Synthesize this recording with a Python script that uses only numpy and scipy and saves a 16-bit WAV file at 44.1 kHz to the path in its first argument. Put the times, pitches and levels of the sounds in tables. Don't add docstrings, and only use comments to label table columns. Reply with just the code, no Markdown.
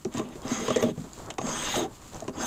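import sys
import numpy as np
from scipy import signal
from scipy.fft import rfft, irfft
from scipy.io import wavfile
from scipy.ndimage import uniform_filter1d

SR = 44100
rng = np.random.default_rng(int(sys.argv[2]) if len(sys.argv) > 2 else 0)


def output_pcm(signal):
    pcm = np.clip(np.atleast_2d(signal).T, -1, 1) * 32767
    wavfile.write(sys.argv[1], SR, np.round(pcm).astype(np.int16))


def attenuation_scalar(level_db):
    decades = np.asarray(level_db, float) / 20
    return 10 ** decades


N = 108794


def evened(x):
    return x / np.sqrt(np.mean(x ** 2) + 1e-20)


def coloured(x, points):
    f, level = np.transpose(points)
    hz = np.fft.rfftfreq(len(x), 1 / SR)
    gain = attenuation_scalar(np.interp(np.log(hz + 1), np.log(f + 1), level))
    return evened(irfft(rfft(x) * gain, len(x)))


def drift(per_s):
    n = max(int(SR / per_s), 1)
    return evened(uniform_filter1d(uniform_filter1d(rng.standard_normal(N), n), n))


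def clicks(per_s, spread_db):
    chance, size = rng.random(N), rng.exponential(1, N)
    sign = rng.choice([-1., 1.], N)
    return evened(sign * (chance < per_s / SR) * attenuation_scalar(spread_db * np.minimum(size, 4)))


def resonate(x, hz, width):
    r = np.exp(-np.pi * width / SR)
    if np.ndim(hz) == 0:
        return 2 * signal.lfilter([1 - r], [1, -r * np.exp(2j * np.pi * hz / SR)], x + 1e-18).real
    turn = np.exp(2j * np.pi * np.cumsum(hz) / SR)
    return 2 * (turn * signal.lfilter([1 - r], [1, -r], x / turn + 1e-18)).real


def body(x, modes, bend=1):
    out = 0
    for k, (hz, width, db) in enumerate(modes):
        ring = resonate(resonate(x, hz * bend, width), hz * bend, 6 * width)
        out = out + (-1) ** k * attenuation_scalar(db) * ring
    return out


# (frequency [Hz], level [dB per Hz])
HISS = [(12, -33), (20, 11), (335, 6.5), (408, -1), (2570, -23), (5780, -43.5), (7230, -45), (9300, -14),
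        (15800, -23)]


def air():
    hiss = coloured(rng.standard_normal(N), HISS)
    wind = resonate(resonate(rng.standard_normal(N), 35., 72.0), 35., 72.0)
    return attenuation_scalar(-51) * hiss + attenuation_scalar(-57.0 + 1.8 * drift(12)) * evened(wind)


# (time [s], rustle level [dB], low rub level [dB])
SLEEVE = [(0, -55.5, -12), (.09, -58.5, -2), (.3, -61, -4), (.42, -50, 5.5), (.92, -58, -14),
          (0.981, -50, 2), (1.12, -52, -7.5), (1.2, -48, 8), (1.3, -53, 6), (1.37, -59.5, -7),
          (1.88, -60, 2), (1.95, -51, -0.5), (2.1, -51, -5.5), (2.159, -49.5, 9), (2.25, -54, 3.5),
          (2.31, -60, 2.5)]
# (frequency [Hz], level [dB per Hz])
CLOTH = [(500, -16), (1000, 4.5), (1700, -4.5), (4000, -3), (5600, -5.5), (7300, 2.5), (9000, -8.5),
         (15800, -15.5)]
# (frequency [Hz], level [dB per Hz])
RUB = [(40, -7), (90, 5), (250, -1), (500, -1), (1100, -4.5), (2000, -20), (4000, -62)]


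def sleeve():
    t = np.arange(N) / SR
    s, db, rub_db = np.transpose(SLEEVE)
    folds = clicks(4000, 0.52) * attenuation_scalar(1.6 * drift(45))
    rubs = clicks(900, 1.07) * attenuation_scalar(2.2 * drift(32))
    crackle = attenuation_scalar(np.interp(t, s, db)) * coloured(folds, CLOTH)
    return crackle + attenuation_scalar(-47.5 + np.interp(t, s, rub_db)) * coloured(rubs, RUB)


# (time [s], peak level [dB], pitch [Hz])
TICKS = [(0.0486, -25, 6000), (0.126, -38, 7160), (0.1393, -27.5, 7400), (0.181, -21, 6800),
         (0.2886, -35, 7400), (0.4186, -35.5, 7040), (0.4794, -25.5, 5850), (0.771, -19, 7400),
         (0.808, -27, 6300), (1.0187, -37, 7600), (1.1127, -43, 7030), (1.1327, -27, 6740),
         (1.1873, -36, 6700), (1.261, -33, 6700), (1.3105, -28, 3130), (1.3396, -35, 7050),
         (1.468, -28, 6700), (2.1335, -35, 6440), (2.1452, -30.5, 6050), (2.167, -34, 6170),
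         (2.204, -25.5, 6600), (2.2423, -37, 6900)]


def ticks():
    tick_s = .001
    out, t = np.zeros(N + 900), np.arange(900) / SR
    for s, db, hz in TICKS:
        puff = rng.standard_normal(len(t)) * t / tick_s * np.exp(-2 * t / tick_s)
        snap = resonate(resonate(puff, hz, 900.), hz, 1800.)
        snap = snap + .4 * resonate(resonate(puff, 4800., 3200.), 4800., 3200.)
        at = round(s * SR)
        out[at:at + len(t)] += attenuation_scalar(db) * snap / abs(snap).max()
    return out[:N]


# (time [s], peak level [dB], bar pitch [Hz], crack over thud [dB])
KNOCKS = [(.050, -18.5, 369, -23), (.062, -21.5, 220.5, -49), (0.073, -33, 374, -42),
          (0.146, -21.5, 242, -23), (0.171, -22, 235, -11), (.194, -22, 406, -13.5), (1.80, -24, 655, -37),
          (0.449, -23, 245, -34), (.514, -17.5, 240, -33), (.353, -31.5, 394, -14.5), (.371, -40, 370, -30),
          (.680, -16.5, 420, -10.5), (.681, -18.5, 1060, -30), (0.686, -19.5, 416, -23),
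          (0.7028, -14, 407, -15), (0.704, -20, 1100, -25), (0.759, -13, 472, -12),
          (0.7616, -12.5, 498, -25), (0.825, -13, 392, -14), (0.829, -17.5, 443, -21.5),
          (0.835, -15, 607, -21), (0.843, -23.5, 403, -21), (0.886, -21.5, 410, -28),
          (0.975, -22.5, 150, -26), (1.036, -40, 262, -30), (1.043, -34.5, 166, -32),
          (1.065, -37, 244, -30), (1.302, -27.5, 676, -1), (1.3823, -23.5, 770, -5),
          (1.386, -20.5, 394, -46), (1.389, -22.5, 995, -42), (1.438, -29, 213, -26), (1.488, -26, 557, -8),
          (1.413, -22.5, 650, -15), (1.47, -22, 660, -18), (1.739, -21.5, 793, -24),
          (1.756, -22.5, 584, -5), (1.777, -21, 574, -18), (1.761, -21, 350, -28), (1.811, -25, 333, -33),
          (2.222, -26, 690, -21), (2.279, -20, 379.4, -15), (2.291, -23.5, 246, -20.5),
          (2.282, -28.5, 980, -37), (1.389, -31, 112, -32)]
# (frequency [Hz], level [dB per Hz])
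CRACK = [(600, -2), (1800, 3.5), (2800, -5), (4400, -7), (6450, 3.5), (8500, -6.5), (15800, -41)]
# (frequency [Hz], width [Hz], level [dB])
BOX = [(110.5, 18.2, 4), (156, 26, -6), (202, 15.7, -1.5), (242, 13.7, 4.5), (318, 18, -1.5), (407, 33, 0),
       (505, 40, -7), (633, 32.5, -8), (778.5, 78, -10), (1178, 80, -14.5)]


def knocks():
    thud_s, first_s, lag_s = .0016, .00025, .0008
    crack_s, crack_rise_s = 0.003, 0.0033
    out, t = np.zeros(N + 6000), np.arange(6000) / SR
    late = np.maximum(t - lag_s, 0)
    for s, db, hz, crack_db in KNOCKS:
        a, b = rng.standard_normal((2, len(t)))
        jolts = late / thud_s * np.exp(-late / thud_s) * (0.21 + uniform_filter1d(a, size=16))
        jolts += 6.35 * (late / first_s) * np.exp(-late / first_s) / (first_s * SR)
        bar = resonate(resonate(jolts, hz, 15 + hz / 6.7), hz, 0.37 * hz)
        box = body(jolts, BOX)
        thud = bar / abs(bar).max() + attenuation_scalar(-3.5) * box / abs(box).max()
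        thud = thud - resonate(thud, 0., hz) / 2
        crack = coloured(b, CRACK) + 0.48 * evened(body(b, BITE[2:]))
        crack *= (1 - np.exp(-t / crack_rise_s)) * np.exp(-t / crack_s)
        at = round(s * SR)
        out[at:at + len(t)] += attenuation_scalar(db) * (thud / abs(thud).max() + attenuation_scalar(crack_db + 10.5) * crack)
    return out[:N]


# (start [s], length [s], rms level [dB], pitch [Hz])
SINGS = [(.355, 0.041, -44.5, 413), (.47, 0.19, -45.5, 2040), (.49, 0.13, -44, 1154),
         (.50, 0.095, -38.5, 6500), (.59, 0.093, -36, 430), (.745, 0.081, -41, 1950),
         (.77, 0.046, -30.5, 487), (.815, 0.027, -47, 14000), (.82, 0.028, -41.5, 3480),
         (.86, .075, -33.5, 188), (.985, 0.047, -36, 135.4), (.99, 0.023, -39, 274),
         (1.40, 0.25, -50, 7740), (1.425, 0.046, -31.5, 208), (1.47, 0.16, -53, 6500),
         (1.54, 0.12, -42.5, 8310), (1.64, 0.1, -42, 2850), (1.68, 0.1, -37.5, 6620),
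         (1.68, 0.088, -52, 14400), (1.761, 0.057, -31, 676), (1.77, 0.071, -29.5, 347),
         (1.80, 0.042, -39.5, 3620), (1.825, 0.041, -33.5, 335), (1.828, 0.047, -36.5, 740),
         (2.14, 0.085, -48, 48), (0.162, 0.07, -40.5, 1043), (1.447, 0.091, -42, 996),
         (2.39, 0.1, -42, 1575), (.56, 0.096, -36, 223), (0.858, 0.045, -36, 613), (2.41, 0.12, -41, 6340),
         (2.36, .06, -36, 276)]


def sings():
    waver, fade = .6, 0.18
    out = np.zeros(N + 9000)
    for s, length, db, hz in SINGS:
        a = rng.standard_normal(9000)
        u, width = np.arange(a.size) / (length * SR), 54 + hz / 29
        tone = evened(resonate(resonate(a, hz, width), hz, 3 * width))[::-1]
        swing = uniform_filter1d(abs(tone), size=int(2 * SR / hz) + 60)
        tone = evened(tone / (swing + waver))
        at = round(s * SR)
        out[at:at + a.size] += attenuation_scalar(db) * tone * np.clip(u / fade, 0, 1) * np.clip((1 - u) / fade, 0, 1)
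    return out[:N]


# (time [s], rasp level for speed [dB],
# pressure into the box over the rasp [dB], bite over the rasp [dB])
STROKES = [
    [(.11, -63, 3, 8), (.15, -45.5, -4, -2.5), (.19, -41.5, 13, 4.5), (.22, -53.5, 20, -1.5),
     (.26, -62.5, 21.5, 7.5), (.34, -60.5, 14, 5)],
    [(.42, -61, -8, 5), (.47, -43.5, 13, -2.5), (.51, -36.5, -5.5, -3.5), (.66, -39.5, 1, 0.5),
     (.745, -41, -3, 1), (.80, -39.5, 8.5, 0.5), (.85, -48, 20.5, 10), (.905, -50, 15.5, 2.5),
     (.925, -74, 30, 14)],
    [(1.39, -51.5, 14, -10), (1.45, -41.5, 5, -8), (1.49, -35, -1, -6.5), (1.62, -36, -6.5, 2.5),
     (1.73, -37.5, -1.5, 7), (1.79, -36, 3.5, 2.5), (1.855, -48, 13.5, 2), (1.885, -78, 20, -11)],
    [(2.32, -58, 10, -7), (2.37, -45.5, 3.5, -7.5), (2.41, -35, 2.5, -9.5), (2.467, -30.5, -8, 1.5)],
]
# (frequency [Hz], level [dB per Hz])
GRIT = [(290, 10), (500, -5), (1010, 12), (1110, 13), (2710, -4), (3780, -52), (4430, -12.5), (6450, 3.5),
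        (15800, -39)]
# (frequency [Hz], width [Hz], level [dB])
EDGE = [(850, 310, -2), (1160, 490, 0), (4900, 380, -4.5), (6447, 200, 3.5), (7400, 260, -1.5),
        (7840, 670, -14), (11300, 1700, -19), (14000, 1500, -26)]
# (frequency [Hz], width [Hz], level [dB])
BITE = [(1887, 670, 0), (2128, 62, -14), (2880, 590, -1), (3293, 230, -0.5), (3713, 255, -2.5)]
# (frequency [Hz], width [Hz], level [dB])
TOP = [(8100, 540, -0.5), (10570, 1400, -9), (13400, 830, -7), (14500, 1200, -8.5)]


def slips(patches_per_s):
    return clicks(5000, 2) * attenuation_scalar(3.4 * drift(patches_per_s))


def blade(modes, patches_per_s, wander_per_s):
    out = np.zeros(N)
    for mode in modes:
        ring = body(slips(patches_per_s), [mode], 1 + .011 * drift(wander_per_s))
        out += evened(ring) * attenuation_scalar(mode[2])
    return evened(out)


def strokes():
    end_s, upper_hz = 0.014, 450
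    speed_share = 0.44
    t, speed, press, bite = np.arange(N) / SR, np.zeros(N), np.zeros(N), np.zeros(N)
    for table in STROKES:
        s, rasp_db, box_db, bite_db = np.transpose(table)
        ends = np.clip((t - s[0]) / end_s, 0, 1) * np.clip((s[-1] + end_s - t) / end_s, 0, 1)
        speed += ends * attenuation_scalar(np.interp(t, s, rasp_db))
        press += ends * attenuation_scalar(np.interp(t, s, rasp_db + box_db))
        bite += ends * attenuation_scalar(np.interp(t, s, rasp_db + bite_db))
    rasp = blade(EDGE, 47, 29) + attenuation_scalar(-3) * coloured(slips(53), GRIT)
    top = evened(body(slips(30), TOP, 1 + .022 * drift(19)))
    biting = attenuation_scalar(-1.5) * blade(BITE, 35, 2.8) + attenuation_scalar(-12) * top
    judders = clicks(1300, 3.0)
    deep = [m for m in BOX[1:] if m[0] < upper_hz]
    upper = [m for m in BOX if m[0] >= upper_hz]
    box = body(judders * press, deep) / np.std(body(judders, deep))
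    drive = press ** (1 - speed_share) * speed ** speed_share
    box += attenuation_scalar(-2.5) * drive * evened(body(judders, upper))
    return speed * rasp + bite * biting + box


def scene():
    echo_db, echo_t60_s = -11, 0.12
    near, t = strokes() + knocks() + ticks() + sings(), np.arange(6000) / SR
    taps = rng.choice([-1., 1.], 6000) * (rng.random(6000) < .05)
    taps = taps * (t > .003) * attenuation_scalar(-60 * t / echo_t60_s)
    echo = signal.oaconvolve(near, taps / np.linalg.norm(taps))[:N]
    return (near + attenuation_scalar(echo_db) * echo + sleeve() + air())[None]


def band_limit(x):
    return signal.sosfilt(signal.butter(12, 16090, fs=SR, output="sos"), x)


# (frequency [Hz], level [dB])
MIC = [(20, -2), (8200, -2), (9500, -6.5), (15500, -3), (15900, -26), (16100, -75), (22050, -90)]


def record(dry):
    f, db = np.transpose(MIC)
    gain = attenuation_scalar(np.interp(np.fft.rfftfreq(N, 1 / SR), f, db))
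    heard = irfft(rfft(dry) * gain, N)
    return band_limit(heard)


dry = scene()
out = record(dry)
output_pcm(out)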